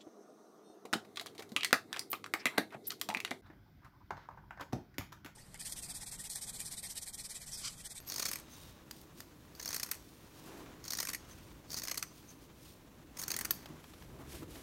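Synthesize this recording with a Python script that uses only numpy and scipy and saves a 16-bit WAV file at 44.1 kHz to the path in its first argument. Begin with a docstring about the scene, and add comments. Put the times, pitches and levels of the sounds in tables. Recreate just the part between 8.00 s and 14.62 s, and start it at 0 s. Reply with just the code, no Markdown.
"""Scissors through cotton

Steel scissors make five slow cuts through folded cotton, close above a table in a small quiet room.
Thread bundles burst as noise through the blade resonances; the blades rub, tick and finally clack shut.
The cloth slides, swishes and flops as swelling coloured noise; the hands rub, tap and bump on the table.
A short echo of the scissors and a faint bed of air noise lie behind."""
import sys
import numpy as np
from scipy import signal
from scipy.fft import rfft, irfft, next_fast_len
from scipy.io import wavfile
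from scipy.ndimage import map_coordinates

SR = 44100
rng = np.random.default_rng(int(sys.argv[2]) if len(sys.argv) > 2 else 0)


def waveform_to_disk(signal):
    """Save audio, clipped to [-1, 1], as 16-bit WAV at the path in sys.argv[1]."""
    frames = np.transpose(np.atleast_2d(signal))
    scaled = np.clip(frames, -1, 1) * 32767
    samples = np.round(scaled).astype(np.int16)
    wavfile.write(sys.argv[1], SR, samples)


N = 291942
TIME = np.arange(N) / SR
SIZE = 2 * next_fast_len(N // 2 + SR // 2)  # padded FFT length
HZ = np.fft.rfftfreq(SIZE, 1 / SR)

# Thick thread bundles parting. Each row: time in seconds, level in dB, length in ms.
SNAPS = [(.1, -33.5, 2), (.122, -35, 4.6), (.142, -35.5, 2.2), (0.162, -33.5, 3.5), (0.1832, -35, 5.2),
         (.1993, -31.5, 7.1), (0.2267, -33, 8.6), (0.2554, -28.5, 3.8), (0.259, -34.5, 5.5),
         (0.2647, -33, 3.6), (0.288, -35.5, 10.7), (.315, -30, 1.8), (.334, -33.5, 5), (0.3577, -34.5, 2.4),
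         (1.6, -40.5, 6), (1.6588, -33, 2.4), (1.6786, -36, 4), (1.6905, -35, 3.5), (1.7064, -34, 1.9),
         (1.7298, -31.5, 2), (1.7449, -27, 1.7), (1.7647, -32, 5), (1.7983, -30.5, 1.5),
         (1.8334, -30.5, 5.7), (1.9153, -27.5, 1.5), (2.8418, -44.5, 2.5), (2.8816, -36.5, 3.9),
         (2.907, -32.5, 4.4), (2.922, -31.5, 1.7), (2.9343, -30, 2.2), (2.973, -35.5, 3.7),
         (2.9883, -32, 5.6), (3.004, -28.5, 4.4), (3.0299, -33, 3.7), (3.0526, -34, 2.6),
         (3.0721, -34, 2.4), (3.0904, -33.5, 6.4), (3.101, -37.5, 4.8), (3.1345, -33, 4),
         (3.1478, -30.5, 1.6), (3.704, -39, 2), (3.719, -41.5, 6.7), (3.7322, -37, 4.3), (3.7434, -32.5, 2),
         (3.776, -38.5, 19.3), (3.838, -35.5, 6), (3.8742, -34.5, 1.9), (3.8833, -32, 2.6),
         (3.9159, -32, 6.6), (3.9446, -38, 2.7), (3.9782, -31.5, 6.7), (4.0275, -30, 3), (5.1725, -44, 5.5),
         (5.196, -40, 15), (5.217, -35.5, 2.5), (5.2272, -37.5, 3), (5.2373, -35.5, 4.6),
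         (5.2816, -30, 2.4), (5.3056, -32, 4.1), (5.3176, -29.5, 3.9), (5.3418, -35.5, 6.2),
         (5.3653, -29, 2.3), (5.39, -30, 2), (5.412, -31, 3.8), (5.452, -31.5, 6.5), (5.5091, -32, 4.4)]
EDGE_GROWS_DB, TIP_POWER = 8.5, 1.43  # a snap sharpens along the stroke, mostly late
BODY_GROWS_DB = 14  # its low ring rises too
COLOUR_SPREAD_DB = 1.73  # no two bundles sound alike


def cutting(body_db=0, middle_db=0, edge_db=0, thud_db=-15):
    """Thread bundles burst one after another; along each stroke the blades ring fuller and sharper."""
    tracks = np.zeros((2, 3, N))  # pivot and tips, each with body, middle and edge
    t = np.arange(-SR // 100, SR // 30) / SR
    growth_db = np.array([BODY_GROWS_DB, 0, EDGE_GROWS_DB])
    for s, db, length_ms in list(SNAPS) + thin_snaps():
        burst = amp(db) * bundle(t, length_ms / 1000)
        run = travel(s)
        fullness_db, sharpness_db = stroke(s)[-2:]
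        colour_db = np.array([fullness_db, 0, sharpness_db]) + growth_db * run ** TIP_POWER
        shares = amp(colour_db + COLOUR_SPREAD_DB * rng.standard_normal(3))
        shares = shares / np.linalg.norm(shares)
        for place, weight in enumerate([1 - run, run]):
            for track, share in zip(tracks[place], shares):
                add(track, s + t[0], weight * share * burst)
    body = above(990) * below(3080, order=12)
    middle = above(3606, order=14) * below(6820, order=12)
    edge = above(7150)
    steel = np.zeros(N)
    for place in (0, 1):
        for track, band, db in zip(tracks[place], [body, middle, edge], [body_db, middle_db, edge_db]):
            steel += amp(db) * filtered(track, causal(blades(place) * band))
    # the taut cloth recoils with a dull thud
    thud = filtered(tracks[:, 1].sum(0), causal(above(89, order=2) * below(800, order=3)))
    return steel + amp(thud_db) * thud


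THIN_PER_S, THIN_MS, THIN_SPREAD_DB = 75, 3.25, 2
THIN_FADE_DB = 7.5  # weaker towards the end of the stroke
THIN_RISE_S = 0.032  # growth to full strength as the blades bite in
CLEAR_S = .009  # no thin bundle parts this close to a thick one


def thin_snaps(count=40):
    """Thin bundles part at an uneven pace in the gaps between the thick ones: rows (s, dB, ms)."""
    thick_s, rows = np.array(SNAPS)[:, 0], []
    for start, _, end, _, _, db, *_ in CUTS:
        for k, (late, size) in enumerate(zip(rng.random(count), rng.standard_normal(count))):
            s = start + (k + late) / THIN_PER_S
            if s < end and np.abs(thick_s - s).min() > CLEAR_S:
                rise_db = BITE_DB * np.exp((start - s) / THIN_RISE_S)
                fade_db = THIN_FADE_DB * travel(s) ** 2
                rows.append((s, db + rise_db - fade_db + THIN_SPREAD_DB * size, THIN_MS))
    return rows


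def bundle(t, width, lead=0.69, tail_share=0.47, tail_s=0.0072, spread_db=3, bounce=0.34):
    """A bundle gives way abruptly as a few ms of fibre cracks, then the stragglers follow."""
    start = 1 / (1 + np.exp(np.clip(-(t + lead * width) / .0004, -50, 50)))
    main = np.exp(-(2 * t / width) ** 2 / 2)
    stragglers = tail_share * np.exp(-np.abs(t) / tail_s)
    swell = start * np.maximum(main, stragglers)
    fibres = grains(spread_db, len(t))
    # a quick echo at a random delay varies each snap's colour
    sign, delay_s = rng.choice([-1, 1]), rng.uniform(.0003, .0011)
    fibres = fibres + bounce * sign * np.roll(fibres, round(SR * delay_s))
    return unit(swell * fibres) * np.sqrt(np.mean(swell ** 2))


# Resonances of the gripping blades.
# Each row: frequency in Hz, width in Hz, level in dB cutting at the pivot, level in dB at the tips.
BLADES = [(1125, 120, -3, 2), (1500, 400, 6, -20), (1920, 400, 7.5, 4), (2400, 260, -25, 0.5),
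          (3330, 144, 4, -8), (4400, 96, 7.5, 3), (4570, 610, 6, 0), (5540, 850, 7, -15),
          (5300, 380, -7, -4), (6480, 480, 8, -3), (6490, 840, 6, 3), (7700, 450, -23, 4),
          (8470, 490, -37, 11), (9580, 130, 3.5, -7), (9800, 280, -8, 5), (11900, 170, -29, -7),
          (11520, 300, -24, 12.5), (12350, 79, 1, 10), (13000, 300, -4, -30), (13900, 650, -6, -21),
          (14300, 600, 3, -12), (14850, 200, -3, 8)]


def blades(place, direct_db=-10):
    """Gain of the blades when struck at the pivot (place 0) or the tips (place 1)."""
    return resonances([(hz, width, dbs[place]) for hz, width, *dbs in BLADES], direct_db)


# Closing strokes. Each row: first bite in seconds, hardest squeeze in seconds,
# end of stroke in seconds (the rub starts to fall away fast), blade rub in dB, cloth drag in dB,
# thin bundles in dB, fullness in dB, sharpness in dB.
# Fullness and sharpness: low ring and top of a snap at the first bite, against its middle.
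CUTS = [(0.077, .22, 0.4, -48, -58, -42, -11, -3), (1.591, 1.73, 1.97, -56.5, -60.5, -41.5, -10.5, -2.5),
        (2.845, 2.931, 3.16, -55, -68, -40.5, -11.5, -3), (3.689, 3.759, 4.03, -55, -65, -37, -13, -4.5),
        (5.169, 5.345, 5.79, -68, -55, -56, -6.5, 1.5)]
BITE_DB, END_DB = -6, -14  # effort at the first bite and the end of stroke, against the hardest squeeze
ATTACK_DB_PER_S, RELEASE_DB_PER_S = 440, 260  # effort building before a stroke, letting go after it


def effort(start, squeeze, end):
    """Gain of one closing stroke: it bites, swells to the hardest squeeze, eases to its end and lets go."""
    held_db = np.interp(TIME, [start, squeeze, end], [BITE_DB, 0, END_DB])
    before_db = ATTACK_DB_PER_S * np.maximum(start - TIME, 0)
    after_db = RELEASE_DB_PER_S * np.maximum(TIME - end, 0)
    return amp(held_db - before_db - after_db)


def stroke(s):
    """The closing stroke whose hardest squeeze is nearest to time s."""
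    return min(CUTS, key=lambda cut: abs(cut[1] - s))


def travel(s):
    """Share of the stroke done at time s: 0 at the first bite, 1 at its end; it blends pivot into tip colour."""
    start, _, end = stroke(s)[:3]
    return np.clip((s - start) / (end - start), 0, 1)


# The blades open and slide into place. Each row: centre in seconds, half length in seconds, level in dB.
SLIDES = [(.535, 0.032, -55), (.65, 0.063, -55.5), (.98, 0.051, -57), (1.195, 0.024, -53.5),
          (2.05, 0.45, -62), (2.38, 0.028, -62), (3.31, 0.017, -59.5), (3.42, 0.13, -60),
          (4.17, 0.043, -58), (4.3, 0.039, -58), (4.43, 0.025, -60), (4.67, 0.068, -56)]
# Rubbing spectrum. Each row: frequency in Hz, relative level in dB per Hz.
SCRAPE = [(1470, -35), (2500, -13.5), (3890, -12), (4210, -11.5), (4990, -12), (5350, -12), (5650, -12),
          (6250, -15), (6600, -13.5), (7830, -17.5), (9080, -12), (10500, -20), (13200, -13), (15200, -24),
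          (16000, -7)]


def scraping(closing_db=0, slide_db=0, catch_db=4):
    """The blades rub over each other and over single threads in small catches."""
    closing = sum(amp(db) * effort(start, squeeze, end) for start, squeeze, end, db, *_ in CUTS)
    steel = causal(np.sqrt(blades(0) * blades(1)) * amp(along(SCRAPE)))
    grind = unit(filtered(amp(catch_db * wobble(220)) * grains(6.1, N), steel))
    glide = unit(amp(1.7 * wobble(120)) * rush(SCRAPE, spread_db=6.0))
    return amp(closing_db) * closing * grind + amp(slide_db) * swells(SLIDES) * glide


# The blades touch each other; the top is strongest when the very tips meet.
# Each row: time in seconds, tick level in dB, ring level in dB, bright top level in dB.
TICKS = [(.002, -45, -66, -70), (.911, -32.5, -72, -48), (1.014, -50.5, -74, -54), (1.204, -34.5, -64, -54),
         (1.551, -46.5, -61, -64), (1.913, -44, -83, -30), (3.693, -68, -72, -60),
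         (5.508, -23.5, -53, -21.5)]
# Free ring of the steel. Each row: frequency in Hz, width in Hz, level in dB.
STEEL = [(1760, 94, -3.5), (2580, 160, -12), (3600, 62, -6), (4700, 280, 3), (5750, 100, -8),
         (6400, 520, -3.5), (7800, 620, -12), (8800, 470, -11), (11350, 210, -23), (11900, 360, 0),
         (13600, 340, -5.5), (15200, 800, -9)]


def ticks(click_db=0, ring_db=0, top_hz=9500):
    """Steel meets steel: a click with a bright top, and a short shimmer of closely spaced modes."""
    rings = cracks([(s, db) for s, _, db, _ in TICKS], t60=0.42)
    clicks = cracks([(s, db) for s, db, _, _ in TICKS], t60=0.014)
    tops = cracks([(s, db) for s, _, _, db in TICKS], t60=0.029)
    ring = filtered(rings, causal(resonances(STEEL, direct_db=-37)))
    click = filtered(clicks, causal(resonances(STEEL, direct_db=-14.5) * below(5300, order=1)))
    top = filtered(tops, causal(resonances(STEEL, direct_db=-35) * above(top_hz, order=4)))
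    return amp(ring_db) * ring + amp(click_db) * click + top


# Brief soft rubs of steel.
# Each row: centre in seconds, half length in seconds, level in dB, band centre in Hz.
SOFT_RUBS = [(0.006, 0.014, -61, 12700), (0.088, 0.012, -48, 12500), (0.538, .018, -58.5, 6230),
             (0.6, 0.14, -70, 3750), (1.555, 0.0093, -67, 13300), (3.32, 0.012, -59, 6200),
             (4.3, 0.011, -55.5, 6240), (5.21, .02, -54, 9400)]


def soft_rubs(sharpness=14):
    """Steel rubs briefly and softly on steel: swelling noise bands centred on the given Hz."""
    out = np.zeros(N)
    for s, half, db, hz in SOFT_RUBS:
        band = 1 / (1 + (sharpness * (HZ / hz - 1) * 2) ** 2)
        rub = filtered(grains(3.1, N), band)
        out += swells([(s, half, db)]) * unit(rub)
    return out


# Cloth dragged over skin and table. Each row: centre in seconds, half length in seconds, level in dB.
DRAGS = [(.47, 0.14, -67), (2.58, 0.13, -59.5), (3.3, 0.14, -65.5), (6.4, 0.28, -76.5)]
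# Cloth brushing against itself. Each row: centre in seconds, half length in seconds, level in dB.
SWISHES = [(2.48, 0.034, -60), (2.59, 0.041, -62), (5.94, 0.13, -64), (6.342, 0.038, -50.5),
           (6.41, 0.01, -62), (6.57, 0.059, -56.5)]
# Loose cloth flapping on the table. Each row: centre in seconds, half length in seconds, level in dB.
FLOPS = [(2.52, 0.053, -54.5), (2.67, 0.079, -57.5), (3.29, 0.0079, -60), (5.73, 0.05, -56.5),
         (6.2, 0.073, -55.5), (6.353, 0.012, -47), (6.43, 0.012, -52.5), (6.58, 0.076, -56)]
# Spectrum of the slide. Each row: frequency in Hz, relative level in dB per Hz.
CLOTH = [(210, -4), (350, -14.5), (706, -7.5), (1010, -5.5), (1280, -8), (2580, -13.5), (3860, -16.5),
         (4840, -20), (6000, -17.5), (7800, -23), (13200, -120)]
# Spectrum of the swish. Each row: frequency in Hz, relative level in dB per Hz.
SWISH = [(200, -19), (400, 14), (700, -12.5), (1500, -2), (2500, 1.5), (4500, 0), (7000, -2), (10500, -2.5),
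         (13000, -2.5), (16000, -12)]
# Spectrum of the flop. Each row: frequency in Hz, relative level in dB per Hz.
FLOP = [(150, -42), (260, 0), (340, 0), (450, -7), (650, -9.5), (1100, -13), (2500, -24.5), (5000, -31)]
CREEP_DB = -63  # the held cloth never lies quite still; level before slide_db


def cloth(slide_db=-2, swish_db=0, flop_db=0):
    """The weave slides dully on the table, swishes brightly on itself and flops as it falls."""
    pulled = sum(amp(db) * effort(start, squeeze, end) for start, squeeze, end, _, db, *_ in CUTS)
    drag = amp(CREEP_DB) + swells(DRAGS) + pulled
    slide = drag * unit(amp(1.4 * wobble(60)) * rush(CLOTH, spread_db=4.5))
    swish = swells(SWISHES) * unit(amp(1.8 * wobble(100)) * rush(SWISH, spread_db=3.0))
    flop = swells(FLOPS) * unit(amp(2.5 * wobble(50)) * rush(FLOP, spread_db=7.5))
    return amp(slide_db) * slide + amp(swish_db) * swish + amp(flop_db) * flop


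# The hands shift their weight on the table.
# Each row: centre in seconds, half length in seconds, rumble in dB, hollow body in dB.
HANDS = [(0.685, 0.036, -63, -88), (2.653, 0.19, -88, -63), (3.446, 0.13, -63.5, -78),
         (3.786, 0.027, -65, -77), (5.402, 0.14, -70, -62.5), (6.144, 0.083, -56, -64.5),
         (6.44, 0.1, -54.5, -59)]
# Spectrum of the rumble. Each row: frequency in Hz, relative level in dB per Hz.
RUMBLE = [(12, -43), (20, -36), (54, -1), (150, -8), (200, -47), (330, -120)]
# Spectrum of the hollow body. Each row: frequency in Hz, relative level in dB per Hz.
HOLLOW = [(65, -43), (110, -6), (156, 2), (205, -1), (324, 3.5), (376, -5), (404, -3.5), (433, -6),
          (520, -8.5), (680, -19), (1140, -120)]
# Soft bumps on the table. Each row: time in seconds, level in dB.
BUMPS = [(5.697, -41), (6.42, -48.5)]
# Modes of the table top. Each row: frequency in Hz, level in dB, t60 in seconds.
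TABLE = [(86, -18.5, 0.27), (150.5, -4, 0.38), (243, -11.5, 0.39), (323, -3, 0.13), (444, -21, .15)]
# Light taps of fingers and cloth. Each row: time in seconds, level in dB.
TAPS = [(5.658, -43), (5.802, -64), (5.841, -50.5), (5.936, -52), (6.023, -51), (6.422, -66),
        (6.556, -48.5)]
# Spectrum of a tap. Each row: frequency in Hz, relative level in dB per Hz.
TAP = [(200, -14), (600, -4), (1000, -3), (2200, -7), (4000, -7.5), (8000, -22), (16000, -19)]
REST_RUMBLE_DB, REST_HOLLOW_DB = -64.5, -61.5  # the hands at rest


def table(bump_db=0, tap_db=0):
    """Hands rub as low noise, tap as short bursts and bump the table top into its decaying modes."""
    rumble = amp(REST_RUMBLE_DB) + swells([(s, half, db) for s, half, db, _ in HANDS])
    hollow = amp(REST_HOLLOW_DB) + swells([(s, half, db) for s, half, _, db in HANDS])
    out = rumble * rush(RUMBLE) + hollow * rush(HOLLOW)
    t = np.arange(SR // 2) / SR
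    ring = sum(amp(db - 60 * t / t60) * np.sin(2 * np.pi * hz * t) for hz, db, t60 in TABLE)
    soft_onset = 1 - np.exp(-t / 0.0023)
    for s, db in BUMPS:
        add(out, s, amp(db + bump_db) * ring * soft_onset)
    taps = filtered(cracks(TAPS, t60=0.036), causal(amp(along(TAP))))
    return out + amp(tap_db) * taps


# Reverberation. Each row: frequency in Hz, t60 in seconds.
ROOM = [(200, 0.58), (2000, 0.19), (6000, 0.42), (15000, 0.2)]


def room(x):
    """The walls answer after 5 ms; each frequency dies at its own speed."""
    hz, t, z = signal.stft(rng.standard_normal(SR // 2), SR, nperseg=256)
    decay = amp(-60 * t / along(ROOM, hz)[:, None])
    tail = signal.istft(z * decay, SR, nperseg=256)[1]
    tail = np.pad(tail / np.linalg.norm(tail), (SR // 200, 0))
    return signal.fftconvolve(x, tail)[:N]


# Spectrum of the room's air. Each row: frequency in Hz, relative level in dB per Hz.
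AIR = [(15, -47), (25, -15), (48, -10.5), (180, -7), (309, -13.5), (575, -13), (641, -13.5), (695, -20),
       (1040, -23.5), (1740, -32), (4140, -25.5), (4740, -31), (16000, -27)]


def air():
    """Steady coloured noise of the quiet room, rms 1."""
    return rush(AIR)


def amp(db):
    """Decibels to gain."""
    return 10 ** (np.asarray(db) / 20)


def unit(x):
    """Scale to rms 1."""
    return x / np.sqrt(np.mean(np.abs(x) ** 2) + 1e-20)


def along(points, hz=HZ):
    """(Hz, value) points joined on a log axis."""
    f, v = np.transpose(points)
    return np.interp(np.log(hz + 1), np.log(f + 1), v)


def wobble(rate):
    """A smooth random curve, rate knots a second."""
    return map_coordinates(rng.standard_normal(int(N * rate / SR) + 4), [TIME * rate])


def swells(rows):
    """The summed gain of Gaussian (s, half length as sigma in s, dB) strokes."""
    return sum(amp(db) * np.exp(-((TIME - s) / half) ** 2 / 2) for s, half, db in rows)


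def grains(spread_db, size):
    """Tiny fibre clicks of very unequal strength, rms 1."""
    return unit(rng.standard_normal(size) * amp(spread_db * rng.standard_normal(size)))


def rush(spectrum, spread_db=0):
    """Coloured noise of rms 1, grainier with more spread."""
    return unit(filtered(grains(spread_db, N), amp(along(spectrum))))


def cracks(events, t60):
    """A dying noise burst for each (s, dB)."""
    track, t = np.zeros(N), np.arange(SR // 2) / SR
    for s, db in events:
        add(track, s, amp(db - 60 * t / t60) * rng.standard_normal(len(t)))
    return track


def add(track, s, sound):
    """Mix a sound into a track at time s."""
    part = track[max(round(s * SR), 0):][:len(sound)]
    part += sound[:len(part)]


def filtered(x, response):
    """x through a frequency response."""
    return irfft(rfft(x, SIZE) * response, SIZE)[:N]


def causal(gain):
    """The minimum-phase response of this gain rings only after the blow; it keeps the power of white noise."""
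    cepstrum = irfft(np.log(np.maximum(unit(gain), 1e-6)))
    return np.exp(rfft(np.r_[cepstrum[0], 2 * cepstrum[1:SIZE // 2]], SIZE))


def resonances(modes, direct_db):
    """Gain of (Hz, width, dB) modes over a flat direct sound."""
    power = sum(amp(db) ** 2 / (1 + (2 * (HZ - hz) / width) ** 2) for hz, width, db in modes)
    return np.sqrt(power + amp(direct_db) ** 2)


def above(edge_hz, order=8):
    """Gain of a high-pass."""
    return 1 / np.sqrt(1 + (edge_hz / (HZ + 1)) ** (2 * order))


def below(edge_hz, order=8):
    """Gain of a low-pass."""
    return 1 / np.sqrt(1 + (HZ / edge_hz) ** (2 * order))


def scene(room_db=-16, air_db=-65):
    """Scissors and their echo over the handling noise and the room's air."""
    handling = cloth() + table() + amp(air_db) * air()
    scissors = ticks() + scraping() + soft_rubs() + cutting()
    return (scissors + amp(room_db) * room(scissors) + handling)[None]


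TOP_HZ = 15850


def record(dry):
    """A very steep low-pass sets the band limit."""
    return filtered(dry[0], below(TOP_HZ, order=100))[None]


dry = scene()
out = record(dry)
waveform_to_disk(out)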